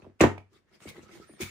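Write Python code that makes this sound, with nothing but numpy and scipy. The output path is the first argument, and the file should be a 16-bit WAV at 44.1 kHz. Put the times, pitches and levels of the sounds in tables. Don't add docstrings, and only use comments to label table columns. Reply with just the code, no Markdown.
import sys
import numpy as np
from scipy import signal
from scipy.fft import rfft, irfft
from scipy.io import wavfile
from scipy.ndimage import uniform_filter1d

SR = 44100
rng = np.random.default_rng(int(sys.argv[2]) if len(sys.argv) > 2 else 0)


def volts_from_decibels(level):
    exponent = np.asarray(level, float) / 20
    return 10 ** exponent


def master_out(mix):
    frames = np.transpose(np.atleast_2d(mix))
    ceiling = np.clip(frames, -1, 1)
    pcm = np.round(ceiling * 32767).astype(np.int16)
    wavfile.write(sys.argv[1], SR, pcm)


N = 66150

# f/Hz, level/dB, decay time t60/s
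SHELL_MODES = [(207, -2.5, 0.13), (245, 6, 0.11), (332, -3.5, 0.085), (420.4, -9, .25), (492.4, -15, 0.23),
               (610, -24, .2), (717, -7, 0.44), (881.5, -13.5, .2), (898, -9.5, 0.31), (1069, -16, .14),
               (1255, -9, 0.6), (1760, -20.5, 0.13), (2330, -22.5, 0.16), (2717, -13, .16)]
HALVES = np.array([[0.5], [-0.5]])


def evened(x):
    return x / np.sqrt(np.mean(x ** 2) + 1e-20)


def read(points, hz):
    f, value = np.transpose(points)
    return np.interp(np.log(hz + 1), np.log(f + 1), value)


def add(mix, s, sound):
    part = mix[..., round(s * SR):][..., :sound.shape[-1]]
    part += sound[..., :part.shape[-1]]


def colour(x, gain):
    hz = np.fft.rfftfreq(x.shape[-1], 1 / SR)
    return irfft(rfft(x) * gain(hz), x.shape[-1])


def delayed(x, s):
    return colour(x, lambda hz: np.exp(-2j * np.pi * hz * s))


def peak_gain(hz, middle_hz, share, db):
    return 1 + volts_from_decibels(db) / (1 + ((hz - middle_hz) / (share * middle_hz)) ** 2)


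def pair(x):
    # f/Hz, likeness (0 to 1)
    likeness = [(60, 0.48), (300, 0.64), (700, 0.42), (1500, 0.34), (3000, 0.054), (16000, 0)]

    def same(hz):
        return np.clip(read(likeness, hz), 0, 0.999)

    middle = colour(x[0], lambda hz: np.sqrt((1 + same(hz)) / 2))
    side = colour(x[1], lambda hz: np.sqrt((1 - same(hz)) / 2))
    return np.array([middle + side, middle - side])


def resonate(x, peaks):
    out = 0
    for hz, width_hz, db in peaks:
        out = out + volts_from_decibels(db) * signal.lfilter(*signal.iirpeak(hz, hz / width_hz, SR), x)
    return out


def rings(x, modes):
    t = np.arange(SR // 2) / SR
    ring = 0
    for hz, db, t60 in modes:
        longest = 0.22 if hz > 150 else 1
        ring = ring + volts_from_decibels(db - 60 * t / min(t60, longest)) * np.sin(2 * np.pi * hz * t)
    ring = ring / np.linalg.norm(ring) / np.sqrt(SR / 400)
    return signal.fftconvolve(x, ring)[:N]


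def room_air():
    # f/Hz, density/dB per Hz
    air_spectrum = [(15, -32), (25, 4.5), (256, -8), (384, -9), (887, -21), (1700, -18.5), (3820, -31),
                    (5880, -32.5), (16000, -48)]
    noise = colour(rng.standard_normal((2, N)), lambda hz: volts_from_decibels(read(air_spectrum, hz)))
    return volts_from_decibels(-71) * evened(pair(noise))


def room(x):
    # f/Hz, t60/s
    reverberation = [(100, 0.34), (400, 0.18), (1500, 0.25), (4000, 0.22), (10000, 0.21)]
    spacing = 20
    taps = np.zeros((2, SR // 2))
    at = np.arange(200, SR // 2 - 20, spacing)
    at_random = at + rng.integers(0, spacing, (2, len(at)))
    np.put_along_axis(taps, at_random, rng.choice([-1., 1.], (2, len(at))), 1)
    hz, t, z = signal.stft(taps, SR, nperseg=256)
    decay = volts_from_decibels(-60 * t / read(reverberation, hz)[:, None])
    tail = pair(signal.istft(z * decay, SR, nperseg=256)[1])
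    return signal.fftconvolve(x, tail / np.linalg.norm(tail[0]), axes=1)[:, :N]


def patchy(x):
    z = signal.stft(x, nperseg=256)[2]
    patches = rng.standard_normal(z.shape[1:])
    patches = uniform_filter1d(patches, size=4, axis=0)
    patches = uniform_filter1d(patches, size=8, axis=1)
    return signal.istft(z * volts_from_decibels(3.5 * evened(patches)), nperseg=256)[1][:, :N]


def slide_noise(slide_db, sing_hz):
    # f/Hz, density/dB per Hz
    slide_spectrum = [(350, -31), (600, -16), (1530, -6.5), (2180, -5.5), (6200, -10.5), (10900, -18),
                      (12200, -24.5), (14300, -13.5), (16000, -43.5)]
    grains_per_s, grain_db = 4400, 2
    noise = rng.standard_normal((2, 8192))
    size = np.minimum(rng.exponential(1, 8192), 3)
    caught = rng.random(8192) < grains_per_s / SR
    grains = noise * (0.5 + volts_from_decibels(grain_db * size) * caught)
    brighten_db = 0.12 * (slide_db + 47)

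    def gain(hz):
        body = volts_from_decibels(read(slide_spectrum, hz) + brighten_db * np.log2(1 + hz / 2000)) * (hz > 500)
        fixed_peaks = peak_gain(hz, 1300, 0.038, 0) * peak_gain(hz, 2207, 0.018, 0)
        return body * fixed_peaks * peak_gain(hz, sing_hz, 0.05, 7)

    return evened(colour(grains, gain))


def creak_noise():
    # f/Hz, width/Hz, level/dB
    creak_peaks = [(176, 180, 5.5), (345, 50, 8), (406, 20, -6), (477, 30, -21.5), (89.5, 19, -12)]
    slips_per_s, slip_db = 380, 4
    noise = rng.standard_normal((2, 8192))
    size = np.minimum(rng.exponential(1, 8192), 3)
    slipped = rng.random(8192) < slips_per_s / SR
    slips = noise * volts_from_decibels(slip_db * size) * slipped
    return evened(resonate(resonate(slips, creak_peaks), [(300, 1500, 0)]))


def rubbing():
    # middle t/s, length/s, slide level/dB, pressure level/dB, singing f/Hz
    strokes = [(.02, 0.13, -72.5, -56, 960), (0.099, 0.06, -103, -64.5, 770),
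               (.203, .012, -47.5, -55.5, 2768), (0.393, 0.045, -72, -58.5, 2480),
               (.555, 0.07, -67.5, -65.5, 1190), (.7, 0.056, -76, -70.5, 1930),
               (.748, 0.051, -64.5, -61, 4920), (.84, 0.062, -55.5, -61, 8300),
               (0.889, 0.048, -47, -50, 2200), (.975, 0.074, -59.5, -52.5, 1990),
               (1.035, 0.047, -61.5, -64, 1236), (1.087, 0.13, -67, -57, 1300),
               (1.15, 0.088, -55.5, -53, 2056), (1.225, 0.066, -60, -61.5, 1330),
               (1.319, 0.18, -66, -60.5, 1780), (1.425, 0.043, -40, -45.5, 2390),
               (1.47, 0.069, -47.5, -66, 2290)]
    # t/s, left-right level/dB
    hand_place = [(.3, 0), (0.599, 2), (1., 1.5), (1.15, -2), (1.4, 0.5)]
    lead_s = 0.5
    t = np.arange(-4096, 4096) / SR
    out = np.zeros((2, N + SR))
    for middle, length, slide_db, press_db, sing_hz in strokes:
        swell = np.exp(-(2 * t / length) ** 2)
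        contact = volts_from_decibels(slide_db) * slide_noise(slide_db, sing_hz) + volts_from_decibels(press_db) * creak_noise()
        add(out, middle + lead_s + t[0], swell * contact)
    rub = patchy(pair(out[:, SR // 2:][:, :N]))
    pan_db = np.interp(np.arange(N) / SR, *np.transpose(hand_place))
    return rub * volts_from_decibels(pan_db * HALVES)


def squeak():
    # t/s, f/Hz, level/dB
    squeak_path = [
        (1.268, 8800, -74),
        (1.287, 9380, -61),
        (1.345, 9300, -63),
        (1.382, 8400, -72),
    ]
    t = np.arange(N) / SR
    s, hz, db = np.transpose(squeak_path)
    waver = 1 + 0.0039 * evened(uniform_filter1d(rng.standard_normal(N), size=150))
    phase = 2 * np.pi * np.cumsum(np.interp(t, s, hz) * waver) / SR
    return volts_from_decibels(np.interp(t, s, db, -200, -200)) * np.sin(phase)


def cracks():
    # t/s, level/dB, t60/s, brightness/dB per octave, ringing edge f/Hz
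    fractures = [(0.0202, -53.5, 0.055, 0, 2560), (0.0659, -63, 0.029, -35, 865),
                 (0.2054, -14.5, 0.034, 0.5, 2640), (0.2099, -15, 0.037, 5.5, 7040),
                 (0.2162, -19.5, 0.17, 0, 6600), (0.236, -12, 0.026, 1.5, 1940),
                 (0.241, -15.5, 0.057, -1.5, 970), (0.3797, -38, 0.017, 4, 2360),
                 (.5302, -67.5, 0.071, 8, 6920), (0.8031, -51, 0.021, 3, 3940),
                 (0.8888, -39.5, 0.039, 12, 3700), (0.8973, -55, 0.071, 9.5, 2250),
                 (0.9663, -51.5, 0.048, 5.5, 2060), (1.293, -53, .025, -8, 1190),
                 (1.4062, -34, 0.086, 11, 6200), (1.416, -33.5, 0.15, 14.5, 3600)]
    # f/Hz, density/dB per Hz
    fracture_spectrum = [(300, -10.5), (800, -8), (1300, -11.5), (2500, -18.5), (4500, -32.5),
                         (10000, -46.5), (16000, -53.5)]
    rise_s, pan_db = 0.0011, -1.5
    out, t = np.zeros((2, N)), np.arange(8192) / SR
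    for s, db, t60, tilt_db, edge_hz in fractures:
        size = np.minimum(rng.exponential(1, 8192), 3)
        grit = rng.standard_normal((2, 8192)) * volts_from_decibels(2.5 * size)

        def gain(hz):
            tilted_db = read(fracture_spectrum, hz) + tilt_db * np.log2((hz + 50) / 2000)
            return volts_from_decibels(tilted_db) * (hz > 250) * peak_gain(hz, edge_hz, 0.081, 8.5)

        envelope = np.minimum(t / rise_s, 1) * volts_from_decibels(db - 60 * t / t60 + pan_db * HALVES)
        add(out, s, envelope * pair(evened(colour(grit, gain))))
    return out + volts_from_decibels(7) * rings(out.mean(0), SHELL_MODES)


def knocks():
    # t/s, level/dB, end pitch f/Hz, length/s, table share/dB
    hard_knocks = [
        (0.0197, -52, 276, 0.013, 10),
        (0.065, -40, 245, 0.01, -3.5),
        (0.2082, -8, 239, .011, -6),
        (0.2372, -8.5, 246.2, .011, -5.5),
        (0.377, -38.5, 406, 0.0061, -3.5),
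        (.854, -38, 243, .013, -0.5),
        (1.292, -46, 263, 0.019, -6.5),
        (1.417, -36.5, 171.7, .016, 8.5),
    ]
    # t/s, level/dB, pitch f/Hz, length/s, table share/dB
    soft_bumps = [(.093, -52, 300, 0.011, -4), (0.22, -11.5, 323.5, .016, -7.5),
                  (0.245, -16.5, 300, .012, -3.5), (.52, -58.5, 361, .015, -11.5),
                  (0.557, -58.5, 368, .012, -7.5), (0.814, -54.5, 371, 0.019, -13),
                  (.872, -46.5, 205, 0.0075, 0), (.945, -53.5, 438, 0.018, -13),
                  (0.973, -46.5, 389, 0.013, -10), (0.985, -45.5, 300, 0.0138, -1),
                  (1.131, -48, 331, 0.019, -8), (1.207, -51, 413, 0.023, -13),
                  (1.344, -53.5, 337, 0.013, -7), (1.402, -31.5, 345, 0.018, -3)]
    # f/Hz, level/dB, t60/s
    table_modes = [(96.9, 1, .36), (139, 1.5, 0.14), (63, -15, 0.24), (199, 3.5, 0.11), (250, 1.5, 0.11),
                   (168, 1.5, 0.053)]
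    start_ratio, drop_s, sag_ratio = 2.678, 0.0023, 1.52
    push_s = 0.0045
    jolt = np.sin(np.pi * np.arange(0, push_s, 1 / SR) / push_s) ** 2
    sweep, push = np.zeros(N), np.zeros(N)
    for hardness, hits in ((0.99, hard_knocks), (0.012, soft_bumps)):
        for s, db, hz, length, table_db in hits:
            t = np.arange(0, length, 1 / SR)
            fall = sag_ratio ** (1 - t / length) * (1 + (start_ratio - 1) * np.exp(-t / drop_s))
            phase = 2 * np.pi * np.cumsum(hz * fall ** hardness) / SR
            add(sweep, s, volts_from_decibels(db) * np.sin(np.pi * t / length) ** 0.68 * np.sin(phase))
            add(push, s + 0.7 * length, volts_from_decibels(db + table_db) * jolt)
    shell = sweep + volts_from_decibels(-8.5) * rings(sweep, SHELL_MODES)
    table = rings(push, table_modes)
    return shell, np.array([volts_from_decibels(2.5) * delayed(table, 0.00066), table])


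def scene():
    shell, table = knocks()
    near = shell + squeak()
    near = np.array([delayed(near, 0.00012), near]) + cracks()
    rub = rubbing()
    return near + volts_from_decibels(-7) * room(near) + rub + volts_from_decibels(-7.5) * room(rub) + table + room_air()


def top_cut(x):
    return signal.sosfilt(signal.butter(12, 16380, fs=SR, output="sos"), x)


def record(dry):
    cut = signal.sosfilt(signal.butter(5, 56, "high", fs=SR, output="sos"), dry)
    dip_hz, dip_width_hz, dip_db, top_hz = 12220, 680, -29.5, 15650

    def response(hz):
        dip = volts_from_decibels(dip_db * np.exp(-((hz - dip_hz) / dip_width_hz) ** 4))
        return dip / (1 + (hz / top_hz) ** 200)

    return top_cut(colour(cut, response))


dry = scene()
out = record(dry)
master_out(out)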